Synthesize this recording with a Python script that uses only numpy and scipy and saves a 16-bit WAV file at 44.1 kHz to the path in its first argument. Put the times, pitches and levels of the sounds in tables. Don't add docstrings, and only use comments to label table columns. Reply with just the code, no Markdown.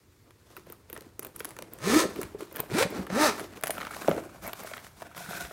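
import sys
import numpy as np
from scipy import signal
from scipy.io import wavfile
from scipy.ndimage import uniform_filter1d

SR = 44100
rng = np.random.default_rng(int(sys.argv[2]) if len(sys.argv) > 2 else 0)


def volts_from_decibels(level):
    exponent = np.asarray(level, float) / 20
    return 10 ** exponent


def transcribe(u):
    v = np.clip(np.atleast_2d(u).T, -1, 1)
    q = np.round(v * 32767).astype(np.int16)
    wavfile.write(sys.argv[1], SR, q)


N = 243431

# frequency in Hz, level in dB per Hz.
ROOM_COLOUR = [(15, -41), (25, -10), (107, 2), (253, -12.5), (331, -7.5), (782, -23.5), (2360, -23),
               (2920, -32.5), (3440, -27), (15500, -33.5)]
ROOM_DB = -59.5

# start in seconds, length in seconds, pressure in dB,
# slide against pressure in dB.
STROKES = [(0.225, 0.075, -65.5, -21), (0.448, 0.15, -60, -4), (0.647, 0.078, -57.5, -8.5),
           (0.87, 0.22, -59, -9), (1.213, 0.062, -53.5, -10.5), (1.333, 0.19, -54, -6.5),
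           (1.561, 0.13, -54, -18), (1.703, 0.2, -51.5, -11.5), (2.024, 0.082, -41.5, -13.5),
           (2.118, 0.15, -46.5, -10), (2.374, 0.053, -47.5, -5.5), (2.524, 0.068, -44.5, -13),
           (2.884, 0.15, -40, -15.5), (3.298, 0.11, -45, -7.5), (3.38, 0.061, -41.5, -10),
           (3.502, 0.11, -56.5, -4), (3.643, 0.15, -48, -5), (3.744, 0.11, -47, -6.5),
           (3.886, 0.13, -49.5, -0.5), (3.979, 0.13, -45, -4), (4.045, .16, -44, -10),
           (4.207, 0.38, -56.5, -5), (4.406, 0.069, -45, -4.5), (4.542, 0.095, -52.5, 1.5),
           (4.632, 0.13, -55, 4), (4.75, 0.052, -57, 1), (4.806, 0.055, -60, 4.5),
           (4.95, 0.079, -59.5, 2.5), (5.036, 0.032, -53, -7.5), (5.14, 0.18, -53.5, 4.5),
           (5.268, 0.17, -48.5, 2.5)]
TOUCH_S, LET_GO_DB_PER_S, REST_DB = 0.026, 225, -78
LINGER_DB, LINGER_DB_PER_S = -7, 25
CREAK_SHUT_DB, CREAK_OPEN_DB, CREAK_FOLLOWS_SLIDE = -1.5, -1, 0.4
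RUMBLE_DB, RUMBLE_FOLLOWS, ARM_S = -35.5, 0.43, 0.044
# frequency in Hz, level in dB per Hz.
SHUT_COLOUR = [(88, -33), (150, -11.5), (339, -3), (710, -13.5), (1300, -19.5), (2990, -30), (11400, -38),
               (13400, -33), (15600, -44)]
# frequency in Hz, level in dB per Hz.
OPEN_COLOUR = [(88, -30), (150, 7.5), (398, 4.5), (689, 1), (1100, -2.5), (1390, -25), (3220, -13),
               (14200, -15.5), (16000, -23)]
OPENS_AT_S, AIR_DB = 3.55, -1
# frequency in Hz, width in Hz, level in dB.
HOLLOW_MODES = [(700, 200, -1), (1490, 300, 1), (2300, 400, -5)]
# frequency in Hz, width in Hz, level in dB.
REACHED_MODES = [(170, 74, -3), (698, 51, 1.5), (1460, 170, 3.5), (2540, 950, 0.5)]
REACH_S = 5.03
REACH_DB, REACH_DAMPS_DB = 8.0, -1.5
# frequency in Hz, width in Hz, level in dB.
HAND_GAP_MODES = [(2750, 1000, 0)]
HAND_GAP_DB = -20

# start in seconds, end in seconds, level in dB.
FOLD_CREAKS = [
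    (3.77, 3.888, -48),
    (3.906, 3.95, -43),
    (4.444, 4.495, -42.5),
    (4.622, 4.79, -49.5),
]
# frequency in Hz, width in Hz, level in dB.
FOLD_MODES = [(1380, 260, 0), (2230, 120, 0), (3960, 540, -16)]

# time in seconds, peak in dB, frequency in Hz.
BUMPS = [(.581, -43, 380), (.67, -42.5, 546), (.7006, -38, 460), (.902, -40, 466), (.93, -36.5, 345),
         (.979, -40, 444), (1.014, -42, 445), (1.066, -40.5, 326), (1.1926, -33, 398), (1.262, -37, 373),
         (1.407, -34, 466), (1.454, -38.5, 328), (1.591, -36, 506), (1.625, -36.5, 505), (2.164, -33, 324),
         (2.189, -25, 380), (2.233, -36.5, 180), (2.269, -42.5, 380), (2.347, -28.5, 413),
         (2.404, -32.5, 435), (2.422, -30.5, 357), (2.521, -36, 370), (2.6, -31, 437), (2.86, -24, 506),
         (2.925, -28, 446), (3.102, -27.5, 520), (3.413, -30, 363), (3.5715, -40, 425.4), (2.701, -34, 390),
         (2.715, -25.5, 390), (2.04, -18.5, 487), (2.052, -21.5, 366)]
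# time in seconds, peak in dB, frequency in Hz.
LID_POP = [(4.047, -37, 473), (4.0832, -8.5, 575), (4.086, -16.5, 345), (4.098, -24.5, 195),
           (4.109, -27, 204), (4.113, -18.5, 540), (4.131, -30, 680), (4.142, -34, 625), (4.15, -29.5, 322),
           (4.158, -38, 623), (4.165, -28, 306), (4.1785, -21.5, 515), (4.19, -38, 670), (4.203, -35, 307),
           (4.218, -38, 620), (4.225, -40.5, 342), (4.24, -44, 624), (4.258, -38, 340)]
# time in seconds, peak in dB.
RIM_TAPS = [(0.568, -36.5), (0.727, -40), (0.964, -32.5), (1.223, -44), (1.568, -42), (2.216, -32),
            (3.07, -30.5), (3.782, -25), (3.811, -28.5), (3.829, -28), (3.852, -39), (3.869, -26),
            (3.908, -31), (3.937, -29.5), (4.738, -30.5), (4.768, -31.5), (5.447, -38), (3.77, -32),
            (4.046, -30.5), (4.086, -33), (4.096, -27), (4.1125, -22.5), (4.1813, -31.5), (4.294, -41),
            (5.114, -40), (5.168, -36), (5.241, -46), (5.261, -36), (5.29, -35), (5.332, -28), (5.379, -34),
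            (5.51, -34)]
# time in seconds, peak in dB.
GAPE_BUMPS = [(2.634, -35), (3.395, -34), (3.6361, -20), (3.659, -36), (3.696, -21), (3.706, -25.5),
              (3.964, -31.5), (4.447, -33), (4.459, -33), (4.478, -31.5), (4.4971, -32), (4.533, -35),
              (4.633, -36.5), (4.647, -30), (4.714, -33.5), (5.02, -27.5), (5.206, -37.5), (5.31, -34),
              (5.511, -33.5)]
RIM_HZ, GAPE_HZ = 1318, 649
# time in seconds, peak in dB, frequency in Hz.
JOLTS = [(2.59, -38, 155), (2.851, -26.5, 185), (2.245, -38.5, 87.5), (2.811, -37, 104.1), (3.001, -45, 70),
         (4.4, -47, 70), (5.286, -36, 170), (5.431, -42, 60)]

# time in seconds, tick peak in dB, knock peak in dB.
SMALL_PULL = [(.5664, -32.5, -36), (.7, -35.5, -41.5), (.7227, -26.5, -42), (.899, -32.5, -38),
              (.9287, -26.5, -32), (1.2256, -35, -42), (1.248, -25.5, -31.5), (1.268, -32, -38),
              (1.362, -29, -39.5), (1.4042, -30, -25.5), (1.735, -28.5, -48), (2.16, -34, -32.5),
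              (2.526, -36, -43), (2.5425, -41, -53), (2.56, -23, -32), (2.567, -27, -28.5),
              (2.5824, -40.5, -33), (2.6027, -19, -23.5), (2.903, -34.5, -43), (3.78, -37, -25),
              (3.85, -40, -28), (4.092, -26.5, -27), (4.4674, -31, -46), (4.4765, -22.5, -33),
              (4.532, -28, -25.5), (4.635, -34, -40), (4.771, -37, -35), (5.1776, -33, -30),
              (5.423, -43, -39), (5.45, -47, -30), (.574, -40, -38), (.668, -51, -45), (.905, -50, -54),
              (.95, -46, -66), (2.554, -42, -32), (3.611, -36, -37)]
# time in seconds, tick peak in dB, knock peak in dB.
LARGE_PULL = [(.307, -48, -46.5), (.964, -43, -31), (1.021, -44, -45), (1.1936, -24, -33), (1.23, -37, -40),
              (1.397, -26, -53.5), (1.4465, -21.5, -29), (1.4522, -25, -26), (1.49, -33, -56),
              (1.507, -34, -35), (1.566, -37, -36), (2.2148, -24, -39), (2.2308, -26.5, -25),
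              (2.407, -39, -31), (3.067, -37, -32), (3.396, -30, -25), (3.4037, -33, -34),
              (3.443, -44, -34), (3.626, -41, -34), (3.6363, -16, -15.5), (3.659, -28, -30),
              (3.6707, -21.5, -23), (3.678, -27, -29), (3.7056, -20, -20), (3.911, -36, -41),
              (3.966, -34, -31.5), (4.672, -41, -30), (5.02, -40, -29.5), (1.393, -35, -46),
              (2.513, -51, -43), (2.594, -34, -28.5), (3.696, -40, -39)]
# time in seconds, tick peak in
# dB, knock peak in dB.
NAILS = [(.976, -34, -34), (1.008, -35, -56), (1.588, -29, -29.5), (1.623, -28, -30.5), (1.787, -37, -44),
         (2.598, -40, -33), (3.1016, -53, -26.5), (3.572, -40, -33), (3.81, -33, -31.5),
         (3.816, -43, -24.5), (3.831, -43, -34), (3.868, -36, -30), (3.946, -33.5, -35), (4.0777, -30, -24),
         (4.0835, -40.5, -22), (4.113, -44, -23), (4.164, -36, -32), (4.179, -49, -31.5),
         (4.4456, -44, -41), (4.495, -51, -29.5), (4.736, -51, -24.5), (4.779, -47.5, -29.5),
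         (4.867, -46, -33), (5.026, -38.5, -35), (2.788, -31, -22), (2.796, -41, -24), (2.826, -24, -14),
         (2.831, -40, -22), (3.999, -44, -51), (4.027, -47, -48), (4.146, -37, -44), (4.455, -44, -38),
         (4.487, -48, -42), (4.714, -48, -36), (4.846, -50, -37), (5.148, -56, -35), (2.588, -49, -38),
         (3.803, -46, -30), (3.878, -42, -35), (3.927, -51, -37), (4.01, -48, -55)]
SMALL_HZ, LARGE_HZ, NAIL_HZ = 13200, 10200, 6100
HZ_SPREAD = 0.03
BOUNCE_S, BOUNCE_DB = 0.005, -14

# time in seconds, level in dB, frequency in Hz,
# time to fall 60 dB in seconds.
PULL_RINGS = [(.942, -41, 10430, 0.036), (1.229, -33, 10400, 0.015), (2.602, -24.5, 9530, 0.0092),
              (3.638, -29, 10600, 0.025), (3.639, -48, 9400, .2), (3.639, -49, 13800, .1),
              (3.708, -52, 10600, .12), (3.708, -48, 13300, .12), (3.706, -29.5, 9450, 0.055),
              (3.706, -49, 9450, .6), (.929, -46, 10300, .03), (1.1936, -21, 14000, 0.0091),
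              (1.361, -32.5, 9900, 0.013), (1.446, -37, 12800, .012), (1.4522, -33, 12800, .012),
              (2.56, -27, 13500, 0.011), (2.567, -26, 14200, .008), (2.602, -12, 13530, 0.008),
              (2.603, -33, 12200, 0.01), (3.678, -24, 11700, .009), (3.7056, -26, 13800, .012)]
BEAT_HZ, BEAT_DEPTH = 37.8, 0.29
# time in seconds, peak in dB.
SHIMMERS = [
    (2.603, -47),
    (3.706, -36),
]
SHIMMER_T60_S = 0.35

# time in seconds, teeth per second, pull force in dB,
# how firmly the slider bears on the wall in dB, answer of the panel at twice the tooth rate in dB.
RUNS = [
    [(1.8, 66, -52.5, -6, -14), (1.84, 148, -37.5, 0, -18), (1.876, 200, -33, 3.5, 8.5),
     (1.92, 231, -28.5, 2.5, -6), (1.945, 282, -26.5, 8, -1.5), (1.97, 322, -27.5, 14, -24),
     (2.003, 332, -24, -21, -22), (2.036, 350, -33, 2, -9), (2.07, 281, -46, 2, 0)],
    [(2.7, 62, -44.5, -13, -9), (2.732, 126, -38.5, 7, -3), (2.747, 190, -34.5, 9.5, -4),
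     (2.76, 324, -35, 10, 2), (2.79, 390, -25, -1, -11), (2.812, 490, -27.5, 5.5, -23),
     (2.832, 570, -27, -0.5, -20), (2.87, 490, -53, 11, -10)],
    [(2.925, 100, -51, -15, -5), (2.965, 125, -40.5, -12, 2), (3.0, 206, -48.5, 20, 0),
     (3.03, 182.5, -66, 20, 0)],
    [(3.1, 170, -47, 7, -1), (3.14, 200, -39, 9, 0), (3.155, 213, -36, 12.5, 7),
     (3.186, 285, -32, 3.5, 3.5), (3.215, 305, -25.5, 1, -19), (3.24, 317, -25, -7, 7.5),
     (3.262, 288, -25.5, -14, -7), (3.292, 215, -30, -4, 0.5), (3.33, 197, -45.5, -2, -1)],
]
# frequency in Hz, level in dB per Hz.
ZIP_COLOUR = [(380, -34), (650, 0), (784, -15), (1290, -13), (2500, -16), (3100, -31.5), (3700, -14.5),
              (6180, -22), (16000, -30)]
# frequency in Hz, width in Hz, level in dB.
WALL_MODES = [
    [(1052, 44, -2), (1276, 54, 3), (1763, 52, -3.5), (2100, 590, 3)],
    [(950, 90, 1), (1410, 140, 7.5), (1880, 191, -5), (2344, 190, 6.5)],
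    [(900, 220, -9), (1260, 110, 4), (1810, 200, -7), (2240, 690, 5)],
    [(847, 150, 4), (1295, 100, 6.5), (1777, 60, -1), (2330, 1200, 0.5)],
]
# frequency in Hz, width in Hz, level in dB.
SLIDER_MODES = [
    [(3590, 240, -3.5), (4550, 220, -3), (5050, 200, -20), (6620, 360, 7), (7800, 3200, 3)],
    [(3530, 360, -4.5), (4300, 450, 5), (4840, 500, -29), (6450, 680, -5), (8000, 3500, 1)],
    [(3640, 640, -5), (4700, 300, 1), (5160, 600, -17), (6100, 610, 10), (7950, 6600, 2)],
    [(3830, 320, 2), (4050, 230, 3), (5020, 57, 0), (6400, 310, 7), (7900, 8400, -4)],
]
# frequency in Hz, width in Hz, level in dB.
BOX_MODES = [(380, 86, -1), (537, 170, -3.5)]
BOX_FADES_DB_PER_S = 6.5
SIZZLE_DB, SIZZLE_GROWS, FULL_FORCE_DB = -3, 0.23, -22.5
RUN_KNOCK_DB = [0.11, 0.36, 0.1, 2.7]
RUN_SIZZLE_DB = [-0.98, -1.5, -1.2, -1.16]
OTHER_ROW_DB = [-1.5, -2.0, -3.0, -2.0]
OTHER_ROW_LAG, TOOTH_SCATTER = 0.46, 0.09
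SKIPS_DB_PER_OCT = 16
BRISK_PER_S = 200


def rms_one(x):
    return x / np.sqrt(np.mean(x ** 2) + 1e-20)


def peak_one(x):
    return x / np.max(np.abs(x))


def band(x, low_hz, high_hz):
    return signal.sosfilt(signal.butter(2, [low_hz, high_hz], "band", fs=SR, output="sos"), x)


def drift(rate_hz):
    r = np.exp(-80 * np.pi * rate_hz / SR)
    chance = rng.standard_normal(N // 40 + 2002)
    slow = rms_one(signal.lfilter([1], [1, -2 * r, r * r], chance)[2000:])
    return np.interp(np.arange(N) / 40, np.arange(len(slow)), slow)


def coloured(x, spectrum, low_hz, high_hz, patchy_db):
    hz, db = np.transpose(spectrum)
    edges = np.geomspace(low_hz, high_hz, 2 + int(3 * np.log2(high_hz / low_hz)))
    middles = np.log(edges[1:] * edges[:-1]) / 2
    levels = np.interp(middles, np.log(hz), db)
    out = 0
    for k, (low, high, level) in enumerate(zip(edges, edges[1:], levels)):
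        flicker = volts_from_decibels(level + patchy_db * drift(22.0))
        out = out + (-1) ** k * flicker * band(x, low, high)
    return rms_one(out)


def resonate(x, modes):
    out = 0
    for k, (hz, width_hz, db) in enumerate(modes):
        r = np.exp(-np.pi * width_hz / SR)
        poles = [1, -2 * r * np.cos(2 * np.pi * hz / SR), r * r]
        out = out + (-1) ** k * volts_from_decibels(db) * rms_one(signal.lfilter([1, 0, -1], poles, x))
    return rms_one(out)


def grains(per_s, spread_db):
    sizes = volts_from_decibels(spread_db * np.minimum(rng.exponential(1, N), 5)) * rng.choice([-1, 1], N)
    return rms_one(sizes * (rng.random(N) < per_s / SR))


def dying(t, rise_s, t60):
    return volts_from_decibels(-60 * t / t60) * (1 - np.exp(-t / rise_s))


def add(out, s, sound):
    at = round(s * SR)
    out[at:at + len(sound)] += sound[:N - at]


def in_time(tables, fade_s):
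    t = np.arange(N) / SR
    s, *columns = np.transpose(np.vstack(tables))
    gate = 0
    for rows in tables:
        start, end = rows[0][0], rows[-1][0]
        gate = gate + np.interp(t, [start - fade_s, start, end, end + fade_s], [0, 1, 1, 0])
    return [np.minimum(gate, 1)] + [np.interp(t, s, c) for c in columns]


def per_run(values):
    starts = [run[0][0] - 0.02 for run in RUNS[1:]]
    return np.choose(np.searchsorted(starts, np.arange(N) / SR), values)


def room_air():
    return volts_from_decibels(ROOM_DB) * coloured(rng.standard_normal(N), ROOM_COLOUR, 36, 17500, patchy_db=1.2)


def room_tail(x, t60, wet_db):
    t = np.arange(12000) / SR
    echo = band(rng.standard_normal(len(t)), 140, 11400) * volts_from_decibels(-60 * t / t60) * (t > 0.003)
    return volts_from_decibels(wet_db) * signal.fftconvolve(x, echo / np.sqrt(np.sum(echo ** 2)))[:N]


def steady_top(x):
    return signal.sosfilt(signal.ellip(10, 0.5, 60, 15850, fs=SR, output="sos"), x)


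def stroke_levels(opened):
    t = np.arange(N) / SR
    press = slide = volts_from_decibels(REST_DB)
    for s, length_s, db, slide_db in STROKES:
        after = np.maximum(t - s - length_s, 0)
        fall_db = np.minimum(LET_GO_DB_PER_S * after, LINGER_DB_PER_S * after - LINGER_DB)
        shape = np.clip((t - s) / TOUCH_S, 0, 1) * volts_from_decibels(db - fall_db)
        press = np.maximum(press, shape)
        slide = np.maximum(slide, shape * volts_from_decibels(slide_db))
    wall_db, hiss_db = 20 * np.log10(press), 20 * np.log10(slide)
    creak_db = wall_db + CREAK_FOLLOWS_SLIDE * (hiss_db - wall_db)
    creak_db = creak_db + (1 - opened) * CREAK_SHUT_DB + opened * CREAK_OPEN_DB
    gate, per_s, force_db, *_ = in_time(RUNS, fade_s=0.01)
    pull_db = np.where(gate > 0, force_db - 32.0, REST_DB)
    effort_db = uniform_filter1d(np.maximum(wall_db, pull_db), int(ARM_S * SR))
    return RUMBLE_DB + RUMBLE_FOLLOWS * effort_db, wall_db, creak_db, hiss_db


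def hands():
    hiss = rng.standard_normal(N) + 0.36 * grains(900, spread_db=3.0)
    crackle = grains(420 * volts_from_decibels(5.0 * drift(12)), spread_db=3.2)
    opened = np.clip((np.arange(N) / SR - OPENS_AT_S) / 0.043, 0, 1)
    rumble_db, wall_db, creak_db, hiss_db = stroke_levels(opened)
    reached = np.arange(N) > REACH_S * SR

    rubbing = hiss + (0.68 - 0.34 * reached) * crackle
    with_hand, without_hand = (resonate(resonate(rubbing, m), m) for m in (REACHED_MODES, HOLLOW_MODES))
    air = np.where(reached, with_hand, without_hand)
    air = air + reached * volts_from_decibels(HAND_GAP_DB) * resonate(hiss + 0.44 * crackle, HAND_GAP_MODES)

    shake = band(band(rng.standard_normal(N), 32, 133), 34, 440)
    rumble = volts_from_decibels(rumble_db) * rms_one(shake * volts_from_decibels(1.5 * drift(9.7)))

    shaped = volts_from_decibels(creak_db + AIR_DB + REACH_DB * reached) * opened * air
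    damped = 0.83 * volts_from_decibels(REACH_DAMPS_DB * reached)
    # level, band edges in Hz, flicker in dB, share of crackle, share left when open
    parts = [(wall_db, 150, 900, 2.4, 0.45, 0.9),
             (creak_db, 900, 3000, 1.8, 0.95, damped),
             (hiss_db, 3000, 16500, 1.1, 0.45, 0.95)]
    for db, low, high, patchy_db, rough, bare in parts:
        drag = hiss + rough * crackle
        shut = coloured(drag, SHUT_COLOUR, low, high, patchy_db)
        hollow = coloured(drag, OPEN_COLOUR, low, high, patchy_db)
        shaped = shaped + volts_from_decibels(db + 0.5) * ((1 - opened) * shut + opened * bare * hollow)
    return rumble + shaped * volts_from_decibels(2.1 * drift(34.0))


def fold():
    t = np.arange(N) / SR
    bend = 0
    for start, end, db in FOLD_CREAKS:
        times = [start - 0.004, start, end, end + 0.012]
        bend = bend + volts_from_decibels(db) * np.interp(t, times, [0.00072, 0.66, 0.53, 0.0084])
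    slips = grains(700 * volts_from_decibels(4.0 * drift(30)), spread_db=3.5)
    return bend * resonate(slips + 0.46 * rng.standard_normal(N), FOLD_MODES)


def knocks():
    out, t = np.zeros(N), np.arange(6000) / SR
    rim = [(s, db, RIM_HZ) for s, db in RIM_TAPS]
    gape = [(s, db, GAPE_HZ) for s, db in GAPE_BUMPS]
    rows = BUMPS + LID_POP + rim + gape + JOLTS
    draws = zip(rng.random((len(rows), 2)), rng.standard_normal((len(rows), len(t))))
    for (s, db, hz), ((ratio, phase), chance) in zip(rows, draws):
        second_hz = (0.701 + 0.814 * ratio) * hz
        modes = np.sin(2 * np.pi * hz * t) + 0.5 * np.sin(2 * np.pi * (second_hz * t + phase))
        hit = peak_one(modes * dying(t, rise_s=0.4 / hz, t60=0.006 + 9.9 / hz))
        shake = band(chance, 0.13 * hz, 1.27 * hz) * dying(t, rise_s=0.0061, t60=0.032 + 7.7 / hz)
        add(out, s, volts_from_decibels(db) * (hit + 0.27 * peak_one(shake)))
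    return out


def contacts():
    rows = []
    for table, hz, hangs in [(SMALL_PULL, SMALL_HZ, True), (LARGE_PULL, LARGE_HZ, True), (NAILS, NAIL_HZ, False)]:
        chances = rng.uniform(-1, 1, (len(table), 3))
        for (s, tick_db, knock_db), (tune, lag, loss) in zip(table, chances):
            rows.append((s, tick_db, hz * (1 + HZ_SPREAD * tune), knock_db))
            if hangs:
                drop_db = BOUNCE_DB + 3.9 * loss
                again_s = s + BOUNCE_S * (1 + 0.37 * lag)
                rows.append((again_s, tick_db + drop_db, hz, knock_db + drop_db))
    return rows


def jingles():
    out, t = np.zeros(N), np.arange(1500) / SR
    rows = contacts()
    chances = rng.standard_normal((len(rows), len(t)))
    for (s, tick_db, tick_hz, knock_db), chance in zip(rows, chances):
        tick = band(chance, tick_hz ** 2 / 19000, 15500) + 1.7 * band(chance, 0.95 * tick_hz, 1.08 * tick_hz)
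        tick = tick * dying(t, rise_s=0.00027, t60=0.0076)
        knock = band(band(chance[::-1], 260, 2200), 280, 8600) * dying(t, rise_s=0.00015, t60=0.014)
        add(out, s, volts_from_decibels(tick_db) * peak_one(tick) + volts_from_decibels(knock_db) * peak_one(knock))
    return out


def rings():
    out, t = np.zeros(N), np.arange(6000) / SR
    long = np.arange(12000) / SR
    beat = 1 + BEAT_DEPTH * np.cos(2 * np.pi * BEAT_HZ * long)
    for s, db, hz, t60 in PULL_RINGS:
        ring = np.sin(2 * np.pi * hz * long) * dying(long, rise_s=0.00038, t60=t60)
        add(out, s, volts_from_decibels(db) * beat * ring)
    for s, db in SHIMMERS:
        rattle = band(rng.standard_normal(len(t)), 0.97 * SMALL_HZ, 1.08 * SMALL_HZ)
        add(out, s, volts_from_decibels(db) * peak_one(rattle * dying(t, rise_s=0.00202, t60=SHIMMER_T60_S)))
    return out


def tooth_levels(force_db, bearing_db, panel_db):
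    sizzle_db = force_db + SIZZLE_DB + SIZZLE_GROWS * (force_db - FULL_FORCE_DB)
    return force_db + bearing_db, force_db + panel_db, force_db, sizzle_db


def row_of_teeth(teeth, lag, luck):
    tooth = teeth.astype(int)
    late = TOOTH_SCATTER * (1 + np.tanh(luck[::-1][tooth])) / 2
    since = teeth % 1 - lag - late
    return volts_from_decibels(1.7 * luck[tooth]), since % 1


def zip_runs():
    gate, per_s, force_db, bearing_db, panel_db = in_time(RUNS, fade_s=0.0083)
    tone_db, second_db, knock_db, sizzle_db = tooth_levels(force_db, bearing_db, panel_db)

    teeth = np.cumsum(per_s * (1 + 0.04 * drift(260))) / SR
    luck = rng.standard_normal(int(teeth[-1]) + 1)
    strength, since = row_of_teeth(teeth, 0, luck)
    other, other_since = row_of_teeth(teeth, OTHER_ROW_LAG, np.roll(luck, 7))
    skips_db = SKIPS_DB_PER_OCT * np.log2(np.maximum(per_s / BRISK_PER_S, 1))
    other = other * volts_from_decibels(per_run(OTHER_ROW_DB) - skips_db)

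    size = np.sqrt(SR / np.maximum(per_s, BRISK_PER_S))
    clicks = size * strength * (np.diff(since, prepend=0) < -0.6) + 1e-18
    both = clicks + size * other * (np.diff(other_since, prepend=0) < -0.6)
    scrape = 0.4 + strength * np.exp(-8 * since) + other * np.exp(-8 * other_since)
    burst = rms_one(scrape * rng.standard_normal(N))

    tone = volts_from_decibels(tone_db + 3.6 * drift(120)) * np.sin(2 * np.pi * teeth + 1.6)
    second = volts_from_decibels(second_db + 3.8 * drift(70)) * np.sin(4 * np.pi * teeth + 1.2)
    box_fade_db = BOX_FADES_DB_PER_S * (np.arange(N) / SR - RUNS[0][0][0])
    box = volts_from_decibels(knock_db - 2.0 - box_fade_db) * resonate(burst, BOX_MODES)

    knock = 0.75 * per_run([resonate(clicks, modes) for modes in WALL_MODES])
    knock = knock + 0.55 * rms_one(band(both, 700, 3300))
    knock = knock + 0.55 * coloured(burst, ZIP_COLOUR, 642, 3150, patchy_db=1.5)
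    sizzle = 0.6 * per_run([resonate(both, modes) for modes in SLIDER_MODES])
    sizzle = sizzle + 1.15 * rms_one(band(both, 1700, 9000))
    sizzle = sizzle + 0.94 * coloured(burst, ZIP_COLOUR, 2910, 18400, patchy_db=-0.5)

    knock = volts_from_decibels(knock_db + per_run(RUN_KNOCK_DB)) * knock
    sizzle = volts_from_decibels(sizzle_db + per_run(RUN_SIZZLE_DB)) * sizzle
    return gate * (1.16 * (tone + second) + box + knock + sizzle)


def scene():
    slider, strikes, ringing = zip_runs(), jingles(), rings()
    strikes = strikes + knocks()
    room = room_air()
    tail = room_tail(slider + strikes + 0.33 * ringing, t60=0.42, wet_db=-14.5)
    steady = steady_top(slider + tail + hands() + fold() + room)
    return (strikes + ringing + steady)[None]


def low_pass(x):
    return signal.sosfilt(signal.butter(12, 16990, fs=SR, output="sos"), x)


def record(dry):
    no_rumble = signal.lfilter([1, -1], [1, -0.995], dry)
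    no_rumble = signal.sosfilt(signal.butter(2, 38, "high", fs=SR, output="sos"), no_rumble)
    mix = signal.sosfilt(signal.ellip(10, 0.5, 70, 16750, fs=SR, output="sos"), no_rumble)
    return low_pass(mix)


dry = scene()
out = record(dry)
transcribe(out)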